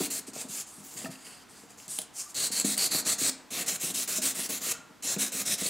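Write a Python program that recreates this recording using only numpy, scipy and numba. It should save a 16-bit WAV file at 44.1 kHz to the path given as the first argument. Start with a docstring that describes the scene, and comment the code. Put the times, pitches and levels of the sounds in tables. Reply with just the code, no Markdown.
"""A foam buffer block is rubbed to and fro over a nail on a plastic practice finger, close to the microphone.
Thousands of tiny grit slips drive a hiss, a gliding nail ring and the duller body of block and finger.
Hard catches crack and ring, and the hand bumps and drags on the table, shaking its modes.
Softer rubs and brushes follow the first strokes, and faint whistles of narrow noise come and go.
A small quiet room answers with a short diffuse tail over a steady bed of air noise."""
import sys
import numpy as np
from scipy import signal
from scipy.fft import rfft, irfft, next_fast_len
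from scipy.io import wavfile
from scipy.ndimage import uniform_filter1d
from numba import njit

SR = 44100
rng = np.random.default_rng(int(sys.argv[2]) if len(sys.argv) > 2 else 0)


def generate_wav(signal):
    """Clip the signal to [-1, 1] and save it as 16-bit WAV at the path in sys.argv[1]."""
    frames = np.transpose(np.atleast_2d(signal))
    scaled = np.clip(frames, -1, 1) * 32767
    pcm = np.round(scaled).astype(np.int16)
    wavfile.write(sys.argv[1], SR, pcm)


N = 250929

# Strokes of the block over the nail; levels feed the mix in rubbing() and the drag in table():
# (start [s], length [s], rise [ms], rub level [dB], swell from start to end [dB], mid-stroke arch [dB],
#  nail ring level [dB], nail ring [Hz], grit ring [Hz], block body level [dB], brightness [dB],
#  table drag level [dB])
BLOCK_STROKES = [ (0.0, 0.068, 3.8, -33, -2.5, 2, -9, 4430, 7900, -14.5, 8, -49),
                 (0.101, 0.095, 2.5, -34, -2.5, 0.8, -10, 4200, 8000, -18.5, 6.5, -48),
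                 (2.344, 0.13, 26, -32, 3, 2, 1, 4300, 7700, -15, 2, -53.5),
                 (2.515, 0.099, 4.3, -29, -1, -1, -1.5, 4350, 8100, -18.5, 0, -46.5),
                 (2.643, 0.1, 3.7, -28.5, -1, -1.5, -6.5, 4170, 7900, -18, 1, -42),
                 (2.773, 0.093, 3.3, -26.5, 0.5, -0.7, -1, 4490, 8150, -16.5, -1, -42),
                 (2.905, .100, 14, -28.5, -5.5, 2, 0.5, 4400, 7900, -13.5, 3, -42),
                 (3.048, 0.088, 17, -28.5, -1.5, 2, -2.5, 4350, 8400, -13.5, 1, -40),
                 (3.179, 0.12, 17, -28, 3, 1.2, -6.5, 4190, 7600, -16.5, 2, -46.5),
                 (3.505, 0.12, 30, -33.5, 5, 1, -11, 4100, 7100, -9.5, 5, -46),
                 (3.661, .100, 18, -30, -11, -1.6, -12, 4050, 7740, -14, 6, -47.5),
                 (3.795, 0.12, 15, -34, -3, 4.5, -19, 3980, 8100, -16.5, 4, -48),
                 (3.938, 0.1, 7, -31, .5, 0.5, -12, 3965, 8160, -17, 5, -54),
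                 (4.075, 0.11, 1.8, -30.5, 0, -1, -14, 3900, 7900, -15.5, 5.5, -61),
                 (4.215, .100, 2.8, -32.5, -1, 5.5, -11, 4120, 7900, -15.5, 6.5, -48),
                 (4.344, .120, 11, -33.5, 0, 1, -31, 4120, 8150, -15, 6, -48.5),
                 (4.489, 0.092, 4, -31.5, -5.5, -0.3, -12, 4240, 7800, -15.5, 7, -48),
                 (4.604, 0.12, 9, -32, 5, 1, -16, 4130, 7740, -15.5, 4.5, -45),
                 (5.024, .119, 23, -33.5, 3, 3, -7.5, 4100, 7600, -13.5, 4, -62),
                 (5.182, 0.1, 18.5, -31, -10.5, 2.5, -8, 3960, 7200, -14.5, 2.5, -56),
                 (5.318, 0.1, 3, -31.5, 6, -1.7, -10, 4040, 7700, -15.5, 6, -49.5),
                 (5.452, 0.09, 8.5, -28, 1.5, -0.5, -9, 3830, 7650, -15.5, -1, -49.5),
                 (5.577, 0.11, 8, -31.5, 1, -0.1, -17, 4070, 7800, -16, 4, -52)]
# Softer rubs and brushes after the first strokes, with levels used as for the strokes:
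# (start [s], length [s], rise [ms], rub level [dB], swell [dB], fall [dB/s], nail ring level [dB],
#  body level [dB], brightness [dB], table drag level [dB])
SOFT_RUBS = [(0.266, 0.028, 4, -46, -3, 700, -17, -13, -11, -57),
             (0.332, 0.084, 2, -41, 8.5, 365, -17, -13.5, 0, -46.5),
             (0.482, 0.13, 29, -36, 1.5, 650, -29, -21.5, -6, -68),
             (0.662, 0.18, 4, -53.5, -7, 300, -26, -21, -18, -58),
             (0.83, 0.16, 11, -48, 1, 300, -17, -19, 10, -58),
             (0.962, .110, 15, -41.5, -9, 600, -7, -12.5, 5, -45.5),
             (1.100, 0.025, 9.2, -45.5, -1.5, 200, -3, -13, 1, -58),
             (1.175, 0.062, 5, -57.5, 3, 300, -1, -5, -10, -68),
             (1.243, 0.19, 10, -54.5, -14.5, 800, 1, -6, -9, -60),
             (1.482, .110, 12, -55, 7.5, 150, -12, -20, -1, -58),
             (1.690, 0.022, 8, -54.5, 1, 250, -10, -24, -6, -58),
             (1.773, 0.088, 5, -51.5, -4, 550, -10, -18, 1, -58),
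             (1.879, .150, 30, -40.5, -10, 520, -24, -25, -10, -61),
             (2.131, 0.072, 10, -44, 18.5, 282, -35, -27, -17, -72),
             (2.273, 0.033, 10, -50.5, 7, 550, -24, -24, -8, -64)]
# A coarse patch of grit changes the bite for a moment: (centre [s], level change [dB], width [ms])
GRIT_FLARES = [(3.295, -1, 6.6), (3.689, 6, 8), (3.872, 1.5, 4.3), (4.175, 1.5, 5), (4.268, 1.5, 8.8),
               (4.719, 3, 4), (5.225, 3, 7.3), (5.52, 2, 6.9), (5.668, 3, 6)]
RUN_GAP_S = 0.25                        # stroke starts further apart than this split two runs
TURN_SHARE, LAND_SHARE = 0.13, 0.5      # share of level at first contact: after a turn, after landing
FALL_DB_PER_S, LIFT_DB_PER_S = 900, 3000        # loss as the block stops, as it lifts off
LIFT_STEP_DB, TRAIL_DB_PER_S = 12, 350  # the edge of the block drags on faintly after the lift
NAIL_LINGERS = 0.17                     # share of the loss that the nail ring is spared
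DRAG_FOLLOWS = 0.29                     # share of the loss that the table drag follows
SOFT_ARCH_DB, SOFT_NAIL_HZ, SOFT_GRIT_HZ = 0.64, 4760, 7700
LIFTED_DRAG_DB = -61                    # the hand resting on the table


def strokes():
    """Each contact rises, arches, swells or sags, then falls away; the loudest one sets the colour."""
    apart = np.diff([row[0] for row in BLOCK_STROKES]) > RUN_GAP_S
    touches = np.where(np.append(True, apart), LAND_SHARE, TURN_SHARE)
    falls = np.where(np.append(apart, False), LIFT_DB_PER_S, FALL_DB_PER_S)
    contacts = [(touch, fall, *row) for touch, fall, row in zip(touches, falls, BLOCK_STROKES)]
    for start, length, rise_ms, db, swell_db, fall, nail_db, *rest in SOFT_RUBS:
        contacts.append((TURN_SHARE, fall, start, length, rise_ms, db, swell_db, SOFT_ARCH_DB,
                         nail_db, SOFT_NAIL_HZ, SOFT_GRIT_HZ, *rest))

    rub = np.full(N, 1e-6)
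    # rows: nail dB, nail Hz, grit Hz, body dB, brightness dB, drag dB
    idle = [-16.0, SOFT_NAIL_HZ, SOFT_GRIT_HZ, -16, 0, LIFTED_DRAG_DB]
    colour = np.tile(np.array(idle)[:, None], N)
    for touch, fall, start, length, rise_ms, db, swell_db, arch_db, *own in contacts:
        span = slice(round(start * SR), min(N, round((start + length + 0.2) * SR)))
        since = np.arange(span.stop - span.start) / SR
        done = np.minimum(since / length, 1)
        after = np.maximum(since - length, 0)
        loss_db = fall * after
        if fall == LIFT_DB_PER_S:
            loss_db = np.minimum(loss_db, LIFT_STEP_DB + TRAIL_DB_PER_S * after)
        shape_db = swell_db * (done - 0.5) + arch_db * np.sin(np.pi * done) - loss_db
        rise = 1 - (1 - touch) * np.exp(-since * 1000 / rise_ms)
        gain = amp(db + shape_db) * rise
        leads = gain > rub[span]
        colour[:, span] = np.where(leads, np.array(own)[:, None], colour[:, span])
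        colour[0, span] += leads * NAIL_LINGERS * np.minimum(loss_db, 30)
        colour[5, span] -= leads * DRAG_FOLLOWS * np.minimum(loss_db, 40)
        rub[span] = np.hypot(rub[span], gain)

    t = np.arange(N) / SR
    flare_db = sum(db * np.exp(-0.5 * ((t - s) * 1000 / ms) ** 2) for s, db, ms in GRIT_FLARES)
    rub = rub * amp(flare_db)
    return uniform_filter1d(rub, size=60), uniform_filter1d(colour, size=400, axis=1)


# Spectrum of the grit hiss: (frequency [Hz], relative level per Hz [dB])
GRIT_SPECTRUM = [(1760, -17), (3000, -13), (3990, -9.5), (4950, -4), (7300, -0.5), (10200, -3.5),
                 (13400, -10.5), (14500, -17), (15800, -9.5)]
# Spectrum of the foam block's body: (frequency [Hz], relative level per Hz [dB])
BLOCK_SPECTRUM = [(410, -3), (700, -4), (882, -18), (1140, -5.5), (1500, -6), (2210, 0), (2410, -6),
                  (2630, 0.5), (3400, -2), (4420, -8.5), (7480, -120)]


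def rubbing(rub, nail_db, nail_hz, grit_hz, body_db, bright_db):
    """One stream of slips drives the grit hiss, its ring, the nail, the block and the hollow finger."""
    force = slips(spread_db=0.5) * amp(0.79 * drift(44))      # pressure trembles along the stroke
    nail = gliding(force, nail_hz, 950.0, SR)
    nail = rms_one(gliding(nail, nail_hz, 950.0, SR))
    hollow = amp(-13) * rms_one(ring(force, 2750, 0.0081))    # the hollow finger

    force = patchy(force, depth_db=1.76)
    hiss = rms_one(coloured(force, GRIT_SPECTRUM))
    top = signal.sosfilt(signal.butter(2, 10500, "high", fs=SR, output="sos"), hiss)
    hiss = hiss + (amp(bright_db) - 1) * top                  # faster, lighter contact is brighter
    grit = rms_one(gliding(force, grit_hz * amp(0.5 * drift(21)), 2130.0, SR))
    body = rms_one(coloured(force, BLOCK_SPECTRUM)) * amp(0.28 * drift(40))

    mix = amp(-2.5) * hiss + amp(-8.5) * grit
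    mix = mix + amp(nail_db - 8) * nail + amp(body_db) * (body + hollow)
    return rub * mix


SLIPS_PER_S = 9000


def slips(spread_db):
    """Grains of grit let go at random moments and in either direction, larger slips being rarer."""
    sizes = amp(spread_db * np.minimum(rng.exponential(1, N), 4.2))
    sizes = sizes * rng.choice([-1, 1], N)
    return rms_one(sizes * (rng.random(N) < SLIPS_PER_S / SR))


def patchy(x, depth_db):
    """The contact wanders over the nail, so each narrow band swells and sinks on its own."""
    size, edges = next_fast_len(N), np.geomspace(600, 18000, 17)
    spectrum = rfft(x, size)
    which = np.digitize(np.arange(size // 2 + 1) * SR / size, edges[1:-1])
    out = np.zeros(N)
    for k in range(len(edges) - 1):
        band = irfft(spectrum * (which == k), size)[:N]
        out += amp(depth_db * drift(5.6)) * band
    return out


# Something hard catches or knocks: (time [s], level before a 6 dB lift [dB], ring [Hz], decay [ms])
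HARD_CATCHES = [(1.047, -33.5, 2670, 1.5), (1.056, -38.5, 1800, 6.2), (1.058, -46, 660, 24),
                (1.06, -42, 1296, 5.4), (1.114, -44, 6900, 1.2), (1.156, -46, 2700, 2.9),
                (1.268, -34, 2900, 0.75), (1.705, -42.5, 8150, 1.3), (1.801, -39, 2830, 0.64),
                (1.88, -35, 7600, 2), (1.9874, -24, 3150, 0.62), (1.988, -18.5, 9900, 0.98),
                (1.9901, -19.5, 3800, 0.38), (2.0173, -37, 3420, 0.94), (2.0175, -26, 9600, 0.67),
                (2.599, -16.5, 7800, 1.6), (2.768, -24, 8000, 0.76), (2.779, -13.5, 8900, 0.7),
                (4.718, -20, 6700, 1), (5.164, -35, 2500, 1.2), (5.663, -27.5, 4360, 3.5)]


def ticks():
    """Each catch is a broad crack and a ring; the crack dies with the ring or sooner."""
    out, ms = np.zeros(N), np.arange(5000) / SR * 1000
    for s, db, hz, decay_ms in HARD_CATCHES:
        shape = (1 - np.exp(-ms / 0.32)) * np.exp(-ms / decay_ms)
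        tone = shape * np.sin(2 * np.pi * hz * ms / 1000)
        crack = rng.standard_normal(5000) * np.exp(-ms / min(decay_ms, 1.2))
        tick = tone + 0.27 * crack
        part = out[round(s * SR):][:5000]
        part += amp(db + 6) * tick[:len(part)]
    return out


# Hand bumps on the table: (time [s], relative level [dB], base pitch [Hz])
HAND_BUMPS = [(0.004, -18, 292), (0.28, -32, 260), (0.359, -31, 553), (0.446, -34.5, 244), (0.49, -37, 139),
              (0.774, -38, 228), (0.8, -37.5, 170), (0.83, -46, 150), (0.856, -45.5, 290),
              (0.953, -33, 131.5), (1.009, -40.5, 650), (1.02, -38, 170), (1.041, -27, 248),
              (1.066, -36, 191), (1.056, -37, 680), (1.088, -28.5, 150), (1.875, -39.5, 154),
              (1.985, -34.5, 702), (2.499, -33.5, 247), (2.594, -39, 286), (2.643, -22, 220),
              (2.944, -24, 306), (3.213, -30.5, 280), (3.515, -37, 193), (3.61, -46, 270),
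              (3.833, -32.5, 292), (3.9, -33.5, 251), (4.181, -24, 242), (4.387, -33.5, 266),
              (4.49, -29, 267), (4.664, -34, 460), (5.045, -37, 250), (5.163, -24.5, 276),
              (5.344, -32.5, 248), (5.614, -26, 265), (5.654, -32.5, 450)]
# Modes of the table: (frequency [Hz], relative level [dB], t60 [s])
TABLE_MODES = [(141, -23, 0.2), (173, -11, 0.15), (206.8, -7, 0.38), (263.7, -1, 0.31), (291.8, -3.5, 0.35),
               (317, 9.5, 0.021), (460, 6, 0.053), (540, -13.5, 0.033), (616, -1.5, 0.12),
               (741, -5.5, 0.089), (860, -6, 0.065), (1430, -58, 0.056), (1800, -23, 0.077),
               (2100, -33, 0.098)]


def table(drag_db):
    """Bumps thud directly; they and the dragging hand shake the table, modes near a bump's pitch most."""
    out, t = np.zeros(N), np.arange(2000) / SR
    drag = amp(drag_db - 40 + 4.25 * drift(27)) * rng.standard_normal(N)
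    pushes = rng.standard_normal((len(HAND_BUMPS), 2000))
    chance_db = rng.normal(0, 2.36, (len(HAND_BUMPS), len(TABLE_MODES)))
    fade = (1 - np.exp(-t / 0.0066)) * np.exp(-t / 0.0053)    # press and release, in seconds
    for s, db, bump_hz in HAND_BUMPS:
        # pitch bends up, then sags as the hand settles
        thud = fade * np.sin(2 * np.pi * bump_hz * t * (1 + 0.99 * fade))
        part = out[round(s * SR):][:2000]
        part += (amp(db + 4.0) * thud)[:len(part)]

    for k, (hz, level_db, t60) in enumerate(TABLE_MODES):
        force = drag.copy()
        for (s, db, bump_hz), push, luck_db in zip(HAND_BUMPS, pushes, chance_db):
            octaves_off = abs(np.log2(hz / bump_hz))
            push_db = db - 10.5 - 8.3 * octaves_off + luck_db[k]
            part = force[round(s * SR):][:2000]
            part += (amp(push_db) * push * fade / np.linalg.norm(fade))[:len(part)]
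        out += amp(level_db) * ring(force, hz, t60)
    return out


# Faint short whistles: (start [s], end [s], frequency [Hz], level [dB])
FAINT_WHISTLES = [(2.15, 2.42, 1170, -60), (4.66, 4.9, 1395, -54.5), (4.69, 4.84, 2620, -60.5)]


def whistles():
    """Noise through a narrow resonance, swelling a little faster than it fades."""
    out, t = np.zeros(N), np.arange(N) / SR
    for start, end, hz, db in FAINT_WHISTLES:
        phase = np.clip((t - start) / (end - start), 0, 1)
        tone = rms_one(ring(rng.standard_normal(N), hz, 0.073))
        out += amp(db) * np.sin(np.pi * phase ** 0.77) * tone
    return out


# Decay of the room: (frequency [Hz], t60 [s])
ROOM_DECAY = [(150, 0.21), (1000, 0.73), (4000, 0.27), (8000, 0.34), (14000, 0.024)]


def room(x):
    """Two independent diffuse tails: octave bands of noise, each dying at its own rate."""
    t, tails = np.arange(SR // 2) / SR, 0
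    for hz in 90 * 2.0 ** np.arange(8):
        edges = [hz / np.sqrt(2), hz * np.sqrt(2)]
        band = signal.butter(2, edges, "band", fs=SR, output="sos")
        noise = signal.sosfilt(band, rng.standard_normal((2, len(t))))
        tails = tails + noise * amp(-60 * t / at_hz(ROOM_DECAY, hz))
    tails = tails * (t > 0.004)
    tails = tails / np.sqrt((tails ** 2).sum(axis=1, keepdims=True))
    return signal.fftconvolve(x[None], tails, axes=1)[:, :N]


# Spectrum of the room's air noise: (frequency [Hz], relative level per Hz [dB])
AIR_SPECTRUM = [(18, -50), (30, -14), (193, -4), (279, -2), (523, -10.5), (596, -13), (698, -4.5),
                (1060, -5.5), (1310, -7), (2460, -13), (7580, -19), (15800, -29)]


def room_air():
    """Steady coloured noise whose level wavers slightly."""
    noise = rms_one(coloured(rng.standard_normal(N), AIR_SPECTRUM))
    return amp(-56.5 + 0.62 * drift(5.5)) * noise


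# Spectrum given to the side signal: (frequency [Hz], relative gain [dB])
SIDE_SPECTRUM = [(60, -17.5), (180, -20.5), (550, -17), (1650, -33), (4970, -29), (15000, -29)]


def sides(tail, air):
    """A faint side signal, strongest in the lows: room tail and air, coloured together."""
    return coloured(amp(-22.0) * tail + amp(15) * air, SIDE_SPECTRUM)


def amp(db):
    """Decibels to a linear factor."""
    return 10 ** (np.asarray(db) / 20)


def rms_one(x):
    """Scales x to an RMS of 1."""
    return x / np.sqrt(np.mean(x ** 2) + 1e-20)


def at_hz(points, hz):
    """Reads a two-column table at hz, along log frequency."""
    points = np.array(points)
    return np.interp(np.log(hz), np.log(points[:, 0]), points[:, 1])


def coloured(x, points):
    """Filters x by a (frequency [Hz], gain [dB]) table."""
    size = next_fast_len(N)
    hz = np.arange(size // 2 + 1) * SR / size + 1             # 1 Hz up keeps the log finite
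    return irfft(rfft(x, size) * amp(at_hz(points, hz)), size)[:N]


def drift(rate_hz):
    """Slow random wander with an RMS of 1: noise through two equal one-pole smoothers."""
    r = np.exp(-2 * np.pi * rate_hz / SR)
    noise = rng.standard_normal(N + SR)                       # the first second settles the filter
    return rms_one(signal.lfilter([1], [1, -2 * r, r * r], noise)[SR:])


def ring(clicks, hz, t60):
    """A two-pole resonance: a unit click sets off a dying sine that starts at height 1."""
    r, w = amp(-60 / (t60 * SR)), 2 * np.pi * hz / SR
    return signal.lfilter([0, np.sin(w)], [1, -2 * r * np.cos(w), r * r], clicks + 1e-18)


@njit
def gliding(x, hz, width_hz, sr):
    """A two-pole resonance whose centre moves."""
    out, r = np.zeros(len(x)), np.exp(-np.pi * width_hz / sr)
    for i in range(2, len(x)):
        feedback = 2 * r * np.cos(2 * np.pi * hz[i] / sr) * out[i - 1] - r * r * out[i - 2]
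        out[i] = x[i] - x[i - 2] + feedback
    return out


def scene():
    """Mixes the near sounds, their room tail and the air into a narrow stereo picture."""
    rub, (nail_db, nail_hz, grit_hz, body_db, bright_db, drag_db) = strokes()
    thuds = table(drag_db)
    near = rubbing(rub, nail_db, nail_hz, grit_hz, body_db, bright_db)
    near = near + thuds + ticks() + whistles()
    small = signal.butter(6, 115, "high", fs=SR, output="sos")    # small things radiate no deep bass
    near = signal.sosfilt(small, near)
    mid_tail, side_tail = room(near)
    mid = near + amp(-12) * mid_tail + room_air()
    side = sides(side_tail, room_air())
    side = side + amp(-23) * signal.sosfilt(small, thuds)         # the table is a little nearer the left
    return np.array([mid + side, mid - side])


def record(dry):
    """A steep low-pass cuts the top, 60 dB down from 16.2 kHz."""
    return signal.sosfilt(signal.cheby2(16, 60, 16200, fs=SR, output="sos"), dry)


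dry = scene()
out = record(dry)
generate_wav(out)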